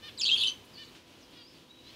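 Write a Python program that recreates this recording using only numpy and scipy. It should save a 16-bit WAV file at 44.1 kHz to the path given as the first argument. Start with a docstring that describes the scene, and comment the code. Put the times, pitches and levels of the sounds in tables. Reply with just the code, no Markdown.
"""One harsh screech, right at the microphone, from a swift held in the hand on a balcony: the two sides
of its voice box sound at once, rough and beating, then settle on one clean note. Farther off, small
birds give nasal chirps and thin whistles, and the walls echo every call. A few faint handling rustles
come through dry, and the hum of the town lies behind it all."""
import sys
import numpy as np
from scipy import signal
from scipy.fft import rfft, irfft
from scipy.io import wavfile

SR = 44100
rng = np.random.default_rng(int(sys.argv[2]) if len(sys.argv) > 2 else 0)


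def wav_record(signal):
    """Record a signal, one row per channel, as 16-bit PCM in the file named by sys.argv[1]."""
    frames = np.transpose(np.atleast_2d(signal))
    bounded = np.clip(frames, -1, 1)
    # unit amplitude maps onto the largest positive 16-bit level
    quanta = np.round(bounded * 32767).astype(np.int16)
    wavfile.write(sys.argv[1], SR, quanta)


N = 85995

# lower side of the swift's voice box, before the beak (time [s], pitch [Hz], level [dB], roughness)
LOWER_VOICE = [(.177, 4990, -43, 0.16), (.181, 4130, -43.5, 0.36), (.2, 3620, -40, 0.41),
               (.212, 3266, -31, 0.08), (.219, 2750, -35, 0.64), (.246, 2750, -46.5, 0.64),
               (.255, 3118, -25, 0.11), (.268, 3550, -26, 0.26), (.284, 3400, -41, 0.62),
               (.293, 2691, -24, 0), (.31, 3173, -34, 0.62), (.316, 3130, -18.5, 0.12),
               (.347, 3296, -22.5, 0.04), (.35, 3252, -44, 0.43), (.364, 2735, -30.5, 0.88),
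               (.378, 3200, -35.5, 0.74), (.405, 3358, -27, 0.27), (.428, 3350, -30.5, 0.77),
               (.437, 2896, -22, 0.11), (.448, 3120, -28, 0.43), (.475, 3061, -22.5, 0.02),
               (.494, 3020, -30.5, 0.49), (.509, 3116, -35.5, 0.1)]
# upper side, before the beak (time [s], pitch [Hz], level [dB], roughness)
UPPER_VOICE = [(.2125, 4300, -30.5, .6), (.216, 5200, -23.5, 0.54), (.224, 5100, -37.5, 0.98),
               (.236, 4520, -27.5, 0.28), (.256, 4300, -37.5, 0.66), (.269, 4300, -31, 0.44),
               (.284, 3800, -29, 0.65), (.309, 3500, -31, 0.38), (.331, 3838, -37, .12),
               (.352, 3400, -36, 0.47), (.358, 3450, -26.5, 0.4), (.368, 3350, -33, 0.43),
               (.3705, 3900, -58, 0.36), (.374, 4500, -31, 0.3), (.395, 4350, -39.5, 0.57),
               (.422, 3900, -30, 0.4), (.446, 3500, -33, 0.65), (.465, 3500, -35, 0.77),
               (.475, 4400, -35.5, 1.4), (.497, 4100, -55, 0.9)]
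# overtones of both voices, each relative to its own fundamental (time [s], second [dB], third [dB])
OVERTONES = [(.175, -40, -34), (.187, 2.5, -7), (.205, -0.5, -17), (.22, -29, -26), (.25, -18.5, -30),
             (.328, -33.5, -38), (.353, -30, -20.5), (.403, -23.5, -14), (.464, -45, -26.5),
             (.474, -20.5, -22), (.51, -13, -20)]
# depth of the screech's fast trill (time [s], swing [share of pitch])
TRILL_DEPTH = [(.24, 0.032), (.268, 0.093), (.295, 0.032), (.322, .008), (.378, 0.012), (.39, 0.074),
               (.425, 0.066), (.438, 0.018), (.472, 0.0089)]
# filtering by the swift's beak (frequency [Hz], gain [dB])
BEAK_RESPONSE = [(1500, -48), (2350, -3.5), (2620, 3.5), (2850, -6), (3300, -1.5), (4500, 0), (5250, -3),
                 (5650, 0.5), (6300, 2.5), (8000, -6), (9800, -9), (11500, -14.5), (13000, -25),
                 (15000, -38)]
# air rasping through the screech (frequency [Hz], relative level [dB])
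RASP_SPECTRUM = [(1000, -20), (2700, 1), (4800, 19), (6000, 3), (7500, 10.5), (10000, -30), (15500, -27)]
# small birds' nasal chirps (start [s], length [s], top pitch [Hz], rise [share of pitch],
# droop [share of pitch], level [dB], brightness [dB/octave], beak resonance [Hz])
CHIRP_NOTES = [(0.014, 0.092, 607.6, 0.076, 0.268, -47, 3.5, 3320),
               (0.759, 0.089, 600, .13, 0.11, -50.5, 3.5, 3000),
               (1.34, .094, 479.2, 0.0045, 0.11, -55, 3.5, 3200)]
# filtering by a small bird's throat (frequency [Hz], gain [dB])
THROAT_RESPONSE = [(1200, -14.5), (1800, -6.5), (1950, -9), (2400, -9.5), (3000, -4), (4250, -9.5),
                   (5500, -18.5), (6000, -22), (6600, -38)]
# small birds' thin whistles
# (start [s], length [s], first pitch [Hz], middle pitch [Hz], last pitch [Hz], level [dB], roughness)
WHISTLE_NOTES = [(0.733, 0.023, 5050, 4820, 4630, -57, 0.55), (0.752, 0.036, 4480, 4470, 4680, -50, 0.55),
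                 (0.784, 0.11, 4200, 4206, 4320, -57, 1.9), (1.205, 0.047, 6620, 5500, 4770, -66, 1.3),
                 (1.369, 0.12, 5100, 4660, 5220, -60.5, 0.12), (1.47, 0.072, 5250, 5240, 5150, -66, 0.213),
                 (1.487, .1, 4800, 4680, 4680, -67.5, .15), (1.874, .1, 3060, 3030, 3130, -62, .5)]
# one long whistle (time [s], pitch [Hz], level [dB])
LONG_NOTE = [(1.679, 3260, -79), (1.694, 3740, -62), (1.715, 3884, -58.5), (1.845, 3853, -60),
             (1.886, 4090, -53.5), (1.915, 4250, -70)]
# handling rustles (peak time [s], attack [s], decay [s], level [dB], centre [Hz], width [octaves])
SCUFFS = [(0.649, 0.0021, 0.014, -62, 10060, 0.45), (.855, 0.085, .02, -64, 5800, 0.42),
          (0.952, 0.0026, 0.061, -55, 2600, 0.84), (1.336, 0.0023, 0.015, -54, 3220, 0.41),
          (1.885, 0.045, 0.15, -55.5, 3320, 0.55)]
# the town in the distance (frequency [Hz], relative level [dB])
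TOWN_SPECTRUM = [(28, -51), (45, -7), (160, -4), (300, -1), (420, -7), (750, -11.5), (1400, -15.5),
                 (2100, -17), (3000, -10), (5200, -18.5), (8000, -27), (15500, -33)]
# steady tones in the town's hum (pitch [Hz], level [dB])
HUM_LINES = [(102.3, -79.5), (253.0, -72), (333.8, -68.5), (506.0, -72.5), (985.1, -75.5)]
# a low rush that comes and goes (frequency [Hz], relative level [dB])
RUSH_SPECTRUM = [(40, -19), (90, 6.5), (200, -2), (450, 1), (700, -10), (1050, -3.5), (1500, -9),
                 (2500, -6), (5000, -21.5)]
# swells of that rush (peak time [s], half width [s], level [dB])
RUSH_SWELLS = [(0.068, 0.062, -57.5), (0.39, 0.19, -52), (.82, 0.16, -60), (1.92, 0.063, -59)]
# resonances of the balcony (frequency [Hz], relative level [dB])
BALCONY_MODES = [(2635, 4.5), (3250, -28), (3455, -1), (4132, 0), (4312, 3), (4475, 4.5)]

TRILL_HZ, TRILL_SCATTER, THROB_DEPTH = 250, .24, .32
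UPPER_BRIGHT_DB, FOURTH_HARMONIC_DB = 2, -4  # upper voice's overtone lift; fourth relative to third
JITTER, JITTER_HZ, SHIMMER, SHIMMER_HZ = .045, 380, .95, 300  # pitch and level shake at roughness 1
VOICE_RAMP_S, WHISTLE_RAMP_S = .002, .005
CHIRP_JITTER, CHIRP_BEAK_DB, CHIRP_BEAK_WIDTH_HZ = .0123, 6.5, 280
FLUTTER_DB, FLUTTER_HZ = 2.5, 45
TOWN_DB, TOWN_SWELL_DB, HUM_WAVER = -57, 1.5, .0044
WALL_DELAY_S, SLAP_DELAY_S, SLAP_DB = .003, .045, -16
EARLY_T60_S, RING_T60_S, TAIL_T60_S = .09, .15, .45
TOP_HZ = 15650


def swift_screech():
    """In the hand: both sides of the voice box trill and beat through the beak, with a rasp of air."""
    trill_phase = phase_of(TRILL_HZ * (1 + TRILL_SCATTER * wobble(TRILL_HZ / 2)))
    trill = 1 + curves(TRILL_DEPTH)[0] * np.sin(trill_phase)
    throb = 1 + THROB_DEPTH * np.cos(trill_phase / 2)  # every second trill cycle is the stronger
    second_gain, third_gain = undb(curves(OVERTONES))
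    tone, power = 0, 0
    for voice, bright_db in ((LOWER_VOICE, 0), (UPPER_VOICE, UPPER_BRIGHT_DB)):
        hz, db, roughness = curves(voice)
        phase, swing = membrane(hz * trill, roughness)
        start, end = voice[0][0] - VOICE_RAMP_S, voice[-1][0] + VOICE_RAMP_S
        amplitude = undb(db) * swing * throb * gate(start, end, VOICE_RAMP_S, VOICE_RAMP_S)
        third_and_fourth = np.cos(3 * phase) + undb(FOURTH_HARMONIC_DB) * np.cos(4 * phase)
        overtones = second_gain * np.cos(2 * phase) + third_gain * third_and_fourth
        tone += amplitude * (np.cos(phase) + undb(bright_db) * overtones)
        power += amplitude ** 2
    rasp = undb(-27) * np.sqrt(power) * noise(RASP_SPECTRUM)  # follows the strength of both voices
    return colour(tone, BEAK_RESPONSE) + rasp


def membrane(hz, roughness):
    """Phase and swing of one side of a voice box; roughness shakes both."""
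    phase = phase_of(hz * (1 + JITTER * roughness * wobble(JITTER_HZ)))
    shake = SHIMMER * roughness
    return phase, np.sqrt(2) * (1 + shake * wobble(SHIMMER_HZ)) / np.sqrt(1 + shake ** 2)


def nasal_chirps():
    """Farther off: buzzy notes arch in pitch behind a fixed throat; the beak lifts one band per note."""
    out, harmonics = np.zeros(N), np.arange(1, 15)
    for start, length, top_hz, rise, droop, db, brightness, beak_hz in CHIRP_NOTES:
        along = note_position(start, length)
        arch = 1 - np.where(along < 0, rise, droop) * np.abs(along) ** 3
        hz = top_hz * arch * (1 + CHIRP_JITTER * wobble(hz=355))
        phase = phase_of(hz)
        gains = gain_at(harmonics * top_hz, THROAT_RESPONSE) * undb(brightness * np.log2(harmonics))
        note = 0
        for k, gain in zip(harmonics, gains):
            detuning = (k * hz - beak_hz) / CHIRP_BEAK_WIDTH_HZ
            beak = 1 + (undb(CHIRP_BEAK_DB) - 1) / (1 + detuning ** 2)
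            note += gain * beak * np.sin(k * phase)
        out += undb(db) * unit(note) * gate(start, start + length, attack_s=.031, release_s=.014)
    return out


def thin_whistles():
    """Farther off: one membrane per note gives short glides, some hoarse, and a long fluttering tone."""
    glides = np.zeros(N)
    for start, length, first, middle, last, db, roughness in WHISTLE_NOTES:
        along = note_position(start, length)
        slope, bend = (last - first) / 2, (first + last) / 2 - middle
        phase, swing = membrane(middle + slope * along + bend * along ** 2, roughness)
        envelope = gate(start, start + length, WHISTLE_RAMP_S, WHISTLE_RAMP_S)
        glides += undb(db) * swing * np.sin(phase) * envelope
    hz, db = curves(LONG_NOTE)
    phase, swing = membrane(hz, roughness=.033)
    flutter = undb(FLUTTER_DB * wobble(FLUTTER_HZ))
    envelope = gate(LONG_NOTE[0][0], LONG_NOTE[-1][0], VOICE_RAMP_S, WHISTLE_RAMP_S)
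    return glides + undb(db) * swing * flutter * np.sin(phase) * envelope


def handling_rustles():
    """Soft scuffs of handling, each a broad band of noise that rises and dies away."""
    out, octave = np.zeros(N), np.log2(np.fft.rfftfreq(N, 1 / SR) + 1)
    for peak_s, attack, decay, db, hz, width in SCUFFS:
        bell = np.exp(-.5 * ((octave - np.log2(hz)) / width) ** 2)
        band = irfft(rfft(rng.standard_normal(N)) * bell, N)
        age = clock() - peak_s
        out += undb(db) * unit(band) * np.exp(-np.maximum(age / decay, -age / attack))
    return out


def distant_town():
    """Beyond the balcony: a wash of noise, wavering hum tones and a few swells of low rush."""
    hum = 0
    for hz, db in HUM_LINES:
        phase = phase_of(hz * (1 + HUM_WAVER * wobble(hz=16.4)))
        hum += undb(db) * np.sqrt(2) * np.sin(phase)
    swells = sum(undb(db) * np.exp(-((clock() - at) / width) ** 2) for at, width, db in RUSH_SWELLS)
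    rush = swells * noise(RUSH_SPECTRUM)
    wash = undb(TOWN_DB + TOWN_SWELL_DB * wobble(hz=6.6)) * noise(TOWN_SPECTRUM)
    return wash + hum + rush


def balcony(call, early_db, tail_db):
    """At the microphone: the direct call, near walls, ringing, a facing wall's slap and a soft tail."""
    t = clock()
    fade = lambda t60: np.exp(-np.log(1000) * t / t60) * (t > WALL_DELAY_S)
    ring = fade(RING_T60_S)
    modes = sum(undb(db) * np.cos(2 * np.pi * hz * t) for hz, db in BALCONY_MODES)
    response = 2 * ring / ring.sum() * modes
    for t60, db in ((EARLY_T60_S, early_db), (TAIL_T60_S, tail_db)):
        response += undb(db) * unit(rng.standard_normal(N) * fade(t60)) / np.sqrt(N)
    slap = undb(SLAP_DB) * np.interp(t - SLAP_DELAY_S, t, call, left=0)
    return call + slap + signal.fftconvolve(call, response)[:N]


def undb(db):
    """Decibels to gain."""
    return 10 ** (np.asarray(db) / 20)


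def unit(x):
    """Scale to rms 1."""
    return x / np.sqrt(np.mean(x ** 2) + 1e-18)


def clock():
    """Time of every sample in seconds."""
    return np.arange(N) / SR


def phase_of(hz):
    """Running phase of a moving pitch, in radians."""
    return 2 * np.pi * np.cumsum(hz) / SR


def note_position(start, length):
    """Runs from -1 at a note's start to 1 at its end."""
    return np.clip(2 * (clock() - start) / length - 1, -1, 1)


def gain_at(hz, points):
    """Gain of a (frequency [Hz], level [dB]) curve on a log-frequency axis."""
    f, db = np.array(points).T
    return undb(np.interp(np.log(hz + 1), np.log(f), db))


def colour(x, points):
    """Filter by a (frequency [Hz], level [dB]) curve."""
    return irfft(rfft(x) * gain_at(np.fft.rfftfreq(N, 1 / SR), points), N)


def noise(points):
    """Coloured noise of rms 1."""
    return unit(colour(rng.standard_normal(N), points))


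def wobble(hz):
    """Random motion of rms 1, up to about the given rate."""
    return unit(irfft(rfft(rng.standard_normal(N)) / (1 + (np.fft.rfftfreq(N, 1 / SR) / hz) ** 4), N))


def curves(table):
    """A table's columns, joined by straight lines in time."""
    times, *columns = np.array(table).T
    return [np.interp(clock(), np.sort(times), column) for column in columns]


def gate(start, end, attack_s, release_s):
    """Smooth attack, hold and release."""
    t = clock()
    ramp = np.clip(np.minimum((t - start) / attack_s, (end - t) / release_s), 0, 1)
    return np.sin(np.pi / 2 * ramp) ** 2


def scene():
    """One microphone on the balcony: the swift close by, small birds farther off, the town behind."""
    swift = balcony(swift_screech(), early_db=-5.5, tail_db=-18)
    small_birds = balcony(nasal_chirps() + thin_whistles(), early_db=-10, tail_db=-12)
    return (swift + small_birds + handling_rustles() + distant_town())[None]


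def record(dry):
    """The recorder cuts the top treble steeply."""
    return signal.sosfilt(signal.ellip(10, .2, 70, TOP_HZ, fs=SR, output="sos"), dry)


dry = scene()
out = record(dry)
wav_record(out)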